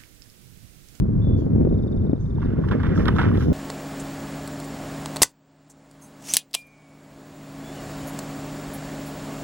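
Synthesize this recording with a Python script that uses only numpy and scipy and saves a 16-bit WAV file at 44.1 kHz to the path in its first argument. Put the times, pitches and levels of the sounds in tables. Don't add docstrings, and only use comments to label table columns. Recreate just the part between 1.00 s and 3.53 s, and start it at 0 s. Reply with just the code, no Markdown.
import sys
import numpy as np
from scipy import signal
from scipy.fft import rfft, irfft, next_fast_len
from scipy.io import wavfile
from scipy.ndimage import uniform_filter1d, map_coordinates

SR = 44100
rng = np.random.default_rng(int(sys.argv[2]) if len(sys.argv) > 2 else 0)


def master_out(mix):
    frames = np.transpose(np.atleast_2d(mix))
    ceiling = np.clip(frames, -1, 1)
    pcm = np.round(ceiling * 32767).astype(np.int16)
    wavfile.write(sys.argv[1], SR, pcm)


def boost_factor(decibels):
    exponent = np.asarray(decibels, float) / 20
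    return 10 ** exponent


N = 111573

# (time [s], strength [dB], turbulence [dB])
GUSTS = [(0, -20.5, -10), (.14, -22, -9.5), (.3, -19, -6), (.42, -22, -4.5), (.56, -17.5, -6),
         (.66, -17.5, -5), (.82, -25.5, -2.5), (.93, -21.5, -5.5), (1.12, -23, -7), (1.2, -29.5, -6),
         (1.33, -24.5, -11), (1.45, -24, -5), (1.6, -23, -6.5), (1.72, -23.5, -3), (1.9, -21.5, -4),
         (2.1, -20, -1.5), (2.35, -19.5, -4.5), (2.48, -21, -2)]
# (frequency [Hz], level [dB per Hz])
RUMBLE_SPECTRUM = [(12, -50), (20, -10.5), (92, -2.5), (119, -3.5), (260, -12.5), (433, -26.5), (476, -39),
                   (720, -59), (900, -64), (1170, -83), (1980, -120)]
# (frequency [Hz], level [dB])
EDDY_SPECTRUM = [(60, -27.5), (150, 6), (260, 2.5), (450, -5), (700, -19.5), (1200, -39.5), (2500, -52),
                 (5000, -61)]
# (time [s], peak level [dB])
EDDY_HITS = [(0.269, -22.5), (0.456, -42.5), (0.549, -26), (0.608, -18.5), (0.648, -18.5), (0.67, -16.5),
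             (0.725, -19.5), (0.947, -27.5), (1.049, -21.5), (1.094, -21), (1.13, -17), (1.588, -25.5),
             (1.921, -38.5), (2.494, -31)]
# (frequency [Hz], left lead [rad])
WIND_PHASE = [(40, 0.55), (90, 0.47), (215, 1.18), (390, 1.663)]
# (frequency [Hz], left minus right [dB])
WIND_BALANCE = [(200, 0.4), (700, -3)]
# (frequency [Hz], unrelated share [1])
WIND_INCOHERENCE = [(40, .13), (130, .17), (300, .33), (600, .4)]


def wind():
    strength_db, turbulence_db = curves(GUSTS)
    rumble = unit(filtered(rng.standard_normal((2, N)), lambda hz: boost_factor(along(RUMBLE_SPECTRUM, hz))))
    rumble = rumble * boost_factor(strength_db + 1.84 * wobble(14))
    flutter = boost_factor(strength_db + 2 + 1.415 * turbulence_db + 2.23 * wobble(24.96))
    swirl = boost_factor(10) * bursts([(s, db, 0.0086) for s, db in EDDY_HITS], rise_s=0.008)
    thumps = np.zeros(N)
    for s, db in EDDY_HITS:
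        thumps[round((s + .003) * SR)] = boost_factor(db + 7.5) * rng.choice([-1, 1])

    def colour(hz):
        return boost_factor(along(EDDY_SPECTRUM, hz)) * 1j / (1 + (hz / 3000) ** 10)

    eddies = rubbed(flutter, 500, 4.3, colour) + rubbed(swirl, 970, 0.89, colour)
    eddies = eddies + 60 * filtered(thumps, colour)
    shared, own = rumble + eddies
    own = filtered(own, lambda hz: along(WIND_INCOHERENCE, hz))
    return ports(shared, own, WIND_PHASE, WIND_BALANCE, apart=1)


# (time [s], pressure [dB])
GRIP_PRESSURE = [(1.33, -63), (1.45, -52), (1.58, -53), (1.77, -45), (1.88, -41.5), (2.03, -44),
                 (2.25, -38), (2.4, -44.5), (2.47, -54)]
# (frequency [Hz], left lead [rad])
SHELL_PHASE = [(860, 1.1), (1460, .1), (2400, -1.4), (3900, -2.7), (5500, -3.4), (9500, -6.2)]
# (frequency [Hz], left minus right [dB])
SHELL_BALANCE = [(700, -4), (1400, -3.5), (2400, -8), (4400, -10), (8000, -1), (15000, -.5)]
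# (frequency [Hz], left lead [rad])
SLIDE_PHASE = [(6000, 3), (8500, .2)]


def hand():
    on = np.clip((np.arange(N) / SR - GRIP_PRESSURE[0][0]) / 0.042, 0, 1)
    pressure = on * boost_factor(curves(GRIP_PRESSURE)[0] + 1.8 * wobble(45))
    shell = creak(pressure) + ticks() + taps() * [[1], [0]]
    shell = ports(*shell, SHELL_PHASE, SHELL_BALANCE, apart=.2)
    friction = patchy(slide(on) + cloth(), depth_db=2)
    return shell + ports(*friction, SLIDE_PHASE, SHELL_BALANCE, apart=.55) + sleeve(on)


# (time [s], peak level [dB], length [s])
GRIP_KNOCKS = [(1.379, -50.5, 0.0026), (1.417, -38, .025), (1.455, -51.5, 0.011), (1.527, -47, 0.011),
               (1.636, -40.5, 0.014), (1.683, -37, 0.012), (1.712, -24, .018), (1.75, -43.5, 0.0058),
               (1.80, -38, 0.0066), (1.831, -36, 0.05), (1.958, -47, 0.026), (1.992, -32.5, 0.025),
               (2.053, -30, 0.015), (2.071, -25.5, 0.015), (2.083, -25.5, 0.011), (2.158, -34, 0.016),
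               (2.184, -20, 0.009), (2.191, -22.5, .014), (2.213, -22.5, 0.0089), (2.228, -31.5, 0.024),
               (2.285, -30.5, 0.007), (2.345, -38.5, 0.02), (2.405, -34.5, 0.029)]
# (frequency [Hz], width [Hz], level [dB])
SHELL_MODES = [(918, 484, -1), (1464, 395, 2), (2000, 474, -6.5), (3000, 460, -15.5), (3453, 290, -17),
               (5700, 1900, -37.5)]


def creak(pressure):
    force = pressure + boost_factor(-4) * bursts(GRIP_KNOCKS, rise_s=0.00029)
    ringing = patchy(rubbed(force, 5000, 3, high_body(SHELL_MODES, 430)), depth_db=2.0)
    return filtered(ringing, lambda hz: 1 / (1 + 1j * hz / 7000) ** 2)


# (time [s], peak level [dB])
CATCHES = [(1.1298, -57), (1.649, -51), (1.6868, -38.5), (1.713, -41), (1.7266, -43.5), (1.8307, -41.5),
           (1.8684, -42), (1.975, -37.5), (2.0004, -43), (2.0547, -31), (2.0811, -23.5), (2.152, -42.5),
           (2.1628, -38.5), (2.1896, -44.5), (2.1953, -37), (2.2155, -35.5), (2.226, -36.5), (2.282, -43),
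           (2.3385, -46.5), (2.3724, -36.5), (2.4056, -39)]
# (frequency [Hz], width [Hz], level [dB])
CATCH_MODES = [(2820, 400, 1.5), (3680, 420, 4.5), (5350, 410, -4.5), (10700, 2200, -22.5),
               (14200, 2500, -28.5)]


def ticks():
    envelope = boost_factor(-6.5) * bursts([(s, db, 0.004) for s, db in CATCHES], rise_s=0.00027)
    pings = [(s, db, 3200 * np.exp(rng.normal(0, 0.074))) for s, db in CATCHES]
    ping = boost_factor(-9) * struck(pings, peak_s=0.002)
    return rubbed(envelope, 9300, 2.7, high_body(CATCH_MODES, 2100)) + ping * [[1], [0]]


# (time [s], peak level [dB], frequency [Hz])
FINGER_TAPS = [(1.383, -29.5, 904), (1.429, -27.5, 1110), (1.454, -37, 934), (1.559, -37, 1110),
               (1.638, -28.5, 1114), (1.685, -27, 1700), (1.712, -19.5, 1508), (1.718, -21, 1097),
               (1.755, -30, 1133), (1.802, -29, 1447), (1.831, -33.5, 1320), (1.868, -28, 1370),
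               (1.959, -23, 1564), (1.977, -21, 1300), (1.997, -31, 1554), (2.004, -25.5, 1266),
               (2.054, -29.5, 1860), (2.059, -28, 1330), (2.071, -22, 1074), (2.082, -13, 1316),
               (2.165, -25, 1306), (2.191, -16, 827), (2.198, -24, 1410), (2.203, -24, 1464),
               (2.216, -20, 1050), (2.216, -21, 1255), (2.315, -23, 1120), (2.373, -31.5, 974),
               (2.41, -33, 1400)]


def taps():
    return boost_factor(-3.5) * struck(FINGER_TAPS, peak_s=0.0013)


# (time [s], sliding speed [dB])
SLIDE_SPEED = [(1.37, -80), (1.43, -69), (1.6, -79.5), (1.69, -65), (1.76, -70.5), (1.87, -62), (1.93, -71),
               (1.97, -59.5), (2.12, -65), (2.2, -60), (2.35, -65), (2.425, -53), (2.45, -57),
               (2.53, -62.5)]
# (frequency [Hz], width [Hz], level [dB])
UPPER_MODES = [(2900, 640, 12), (3720, 750, 9.5), (5360, 800, 6.5), (6840, 990, -3.5)]


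def slide(on):
    speed = on * boost_factor(curves(SLIDE_SPEED)[0] + 1.7 * wobble(41))
    return rubbed(speed, 6000, 3.4, high_body(UPPER_MODES, 2400))


# (time [s], level [dB], length [s])
STRAP_SLIPS = [
    (.37, -61, 0.056),
    (.448, -63.5, 0.006),
]
# (frequency [Hz], width [Hz], level [dB])
STRAP_MODES = [(4600, 300, 3.5), (6330, 250, 1.5), (5650, 800, -7), (7050, 250, -3.5), (11240, 450, -13),
               (12600, 450, -8.5)]
# (time [s], level [dB], length [s])
CUFF_RUBS = [
    (1.19, -64.5, 0.076),
]
# (frequency [Hz], width [Hz], level [dB])
CUFF_MODES = [(4800, 300, -5), (5900, 500, 2.5), (6460, 540, 0), (7200, 460, -6), (9700, 370, -17.5)]
# (time [s], level [dB], length [s])
BUCKLE_SCRAPES = [
    (1.945, -53.5, 0.065),
    (2.15, -57.5, 0.073),
]
# (frequency [Hz], width [Hz], level [dB])
BUCKLE_MODES = [(5390, 320, 4.5), (6610, 250, -3), (7260, 400, -12)]


def cloth():
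    strap = rubbed(bursts(STRAP_SLIPS, rise_s=.014), 4000, 3, high_body(STRAP_MODES, 2500))
    cuff = rubbed(bursts(CUFF_RUBS, rise_s=.012), 4000, 3.3, high_body(CUFF_MODES, 3800))
    buckle = rubbed(bursts(BUCKLE_SCRAPES, rise_s=.012), 4000, 3.3, high_body(BUCKLE_MODES, 3800))
    return strap + cuff + buckle


# (time [s], brushing speed [dB])
SLEEVE_SPEED = [(1.4, -81.5), (1.62, -86), (1.685, -68.5), (1.71, -81.5), (1.93, -78.5), (2.02, -63.5),
                (2.12, -66), (2.165, -63.5), (2.22, -71.5), (2.33, -62), (2.42, -60.5), (2.445, -64),
                (2.5, -71), (2.53, -66)]
# (frequency [Hz], level [dB])
WEAVE_SPECTRUM = [(4500, -40), (7900, -13), (9000, -2), (9900, -7), (11000, 0), (12500, -11), (14300, -2),
                  (15700, -9)]
# (frequency [Hz], level [dB])
SEAM_SPECTRUM = [(4000, -32), (6500, -3), (8200, 1.5), (12500, 4.5), (14500, 0.5), (15700, -10)]


def sleeve(on):
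    speed = on * boost_factor(curves(SLEEVE_SPEED)[0] + 1.2 * wobble(40))
    seam_s, turn_s = 2.335, .01
    seam = 1 / (1 + np.exp(-(np.arange(N) / SR - seam_s) / turn_s))
    hiss = rubbed(speed * (1 - seam), 9000, 2, lambda hz: boost_factor(along(WEAVE_SPECTRUM, hz)))
    hiss = hiss + rubbed(speed * seam, 9000, 2, lambda hz: boost_factor(along(SEAM_SPECTRUM, hz)))
    return ports(*patchy(hiss * np.sqrt(.4), depth_db=1.2), [(8000, .2)], [(8000, -.8)], apart=.45)


def bird():
    song = np.zeros(N)
    chip(song)
    buzz(song)
    trill(song)
    t = np.arange(SR // 4) / SR
    tail = rng.standard_normal((2, len(t))) * boost_factor(-60 * t / .25)
    tail = tail / np.linalg.norm(tail[0])
    echo = signal.fftconvolve(np.pad(song, (400, 0))[None], tail, axes=1)[:, :N]
    phase = np.array([[.9], [-.9]])
    near = filtered(song, lambda hz: np.exp(1j * phase + 0 * hz)) * boost_factor([[4.5], [3.5]])
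    return near + boost_factor(-12) * echo


# (time [s], level [dB])
CHIP_CALL = (0.18, -73.5)


def chip(song):
    add(song, CHIP_CALL[0], boost_factor(CHIP_CALL[1]) * note(0.017, 5800, 4300, rough=.2))


# (time [s], level [dB])
BUZZ_LEVEL = [(.21, -57), (.26, -54.5), (.3, -56), (.37, -57.5), (.385, -62), (.41, -58.5), (.445, -66.5)]


def buzz(song):
    level_db, = curves(BUZZ_LEVEL)
    length_s, rate_hz, sag_s = 0.014, 69, .368
    for k in range(16):
        s = .223 + k / rate_hz
        hz = 3558 - 4500 * max(s - sag_s, 0)
        rough = .04 if s < sag_s else .17
        level = boost_factor(level_db[round(s * SR)] + rng.normal(0, 1.2))
        pulse = note(length_s, hz - 160, hz - 4 * k + rng.normal(0, 16), rough)
        add(song, s - length_s / 2, level * pulse)


# (time [s], peak level [dB])
TRILL_LEVEL = [(.65, -66), (.74, -60.5), (.88, -56), (1.16, -62.5), (1.45, -58.5)]


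def trill(song):
    level_db, = curves(TRILL_LEVEL)
    for k in range(18):
        s = .6515 + k * .0452 + k * k * .00012
        db = level_db[round(s * SR)] + rng.normal(0, 0.81)
        vary = 1 + rng.normal(0, .008)
        add(song, s - .004, boost_factor(db) * note(0.012, 3820 * vary, 3544 * vary))
        add(song, s - 0.013, boost_factor(db - 8) * note(0.013, 5600 * vary, 4650 * vary, rough=.2))


def note(length_s, from_hz, to_hz, rough=0.):
    u = np.arange(int(length_s * SR)) / (length_s * SR)
    hz = to_hz + (from_hz - to_hz) * (1 - u) ** 2
    blur = rough * np.cumsum(rng.standard_normal(len(u)))
    return np.sin(np.pi * u) ** 0.86 * np.sin(2 * np.pi * np.cumsum(hz) / SR + blur)


# (frequency [Hz], level [dB per Hz])
RIVER_SPECTRUM = [(410, -30), (700, -3), (787, -4), (896, 3), (1090, 2), (1430, -2), (2970, -24.5),
                  (3210, -20), (15700, -39.5)]
# (frequency [Hz], left-right likeness [1])
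RIVER_COHERENCE = [(1000, 0.14), (2400, 0.32), (6000, 0.47), (12000, 0.86)]


def river():
    def mid_gain(hz):
        turn = np.arccos(np.clip(along(RIVER_COHERENCE, hz), -1, 1)) / 2
        return boost_factor(along(RIVER_SPECTRUM, hz)) * np.array([np.cos(turn), np.sin(turn)])

    mid, side = filtered(rng.standard_normal((2, N)), mid_gain)
    hush = unit(np.array([mid + side, mid - side]))
    return boost_factor(-56 + 0.4 * wobble(35)) * hush * boost_factor([[-1.2], [1.2]])


def ports(x, other, lead, pan, apart):
    side = np.array([[.5], [-.5]])

    def turn(hz):
        return boost_factor(side * along(pan, hz)) * np.exp(1j * side * along(lead, hz))

    return filtered(x + apart * 2 * side * other, turn)


def rubbed(envelope, rate, spread_db, response):
    pair = np.array([slips(envelope, rate, spread_db) for _ in range(2)])
    power = np.mean(abs(response(np.linspace(1, SR / 2, 4000))) ** 2)
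    return filtered(pair, response) / np.sqrt(power)


def slips(envelope, rate, spread_db):
    draw = rng.random((3, N))
    size = boost_factor(-spread_db * np.log(draw[1] + 0.085))
    return envelope * unit((draw[0] < rate / SR) * size * (draw[2] - .5))


def struck(rows, peak_s):
    x, t = np.zeros(N), np.arange(SR // 40) / SR
    for s, db, hz in rows:
        envelope = t / peak_s * np.exp(1 - t / peak_s)
        add(x, s, boost_factor(db) * envelope * np.sin(2 * np.pi * hz * t))
    return x


def bursts(rows, rise_s):
    t = np.arange(N) / SR
    total = np.zeros(N)
    for s, db, length_s in rows:
        rise = 1 - np.exp(-np.clip(t - s, 0, None) / rise_s)
        fade = np.exp(-np.clip((t - s) / abs(length_s), 0, 9) ** 1.3)
        total += boost_factor(db) * rise * fade
    return total


def body(modes):
    def response(f):
        total = 0
        for k, (hz, width, db) in enumerate(modes):
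            total = total + (-1) ** k * boost_factor(db) * 1j * f * width / (hz * hz - f * f + 1j * f * width)
        return total
    return response


def high_body(modes, low_hz):
    return lambda f: body(modes)(f) * (1j * f / (low_hz + 1j * f)) ** 3


def patchy(x, depth_db):
    z = signal.stft(x, nperseg=256)[2]
    field = uniform_filter1d(rng.standard_normal(z.shape[1:]), size=3, axis=0)
    field = uniform_filter1d(field, size=5, axis=1)
    return signal.istft(z * boost_factor(depth_db * unit(field)), nperseg=256)[1][:, :N]


def filtered(x, response):
    m = next_fast_len(N + SR // 2)
    return irfft(rfft(x, m) * response(np.fft.rfftfreq(m, 1 / SR)), m)[..., :N]


def unit(x):
    return x / np.sqrt(np.mean(x ** 2) + 1e-20)


def along(points, hz):
    f, v = np.transpose(points)
    return np.interp(np.log(hz + 1), np.log(f + 1), v)


def curves(rows):
    s, *cols = np.transpose(rows)
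    return [np.interp(np.arange(N) / SR, s, c) for c in cols]


def wobble(rate):
    knots = rng.standard_normal(int(N * rate / SR) + 4)
    return map_coordinates(knots, [np.arange(N) * rate / SR])


def add(track, s, sound):
    track[round(s * SR):][:len(sound)] += sound


def scene():
    return wind() + hand() + bird() + river()


def low_pass(x):
    return signal.sosfilt(signal.butter(12, 15870, fs=SR, output="sos"), x)


def record(dry):
    return low_pass(dry)


dry = scene()
out = record(dry)
master_out(out)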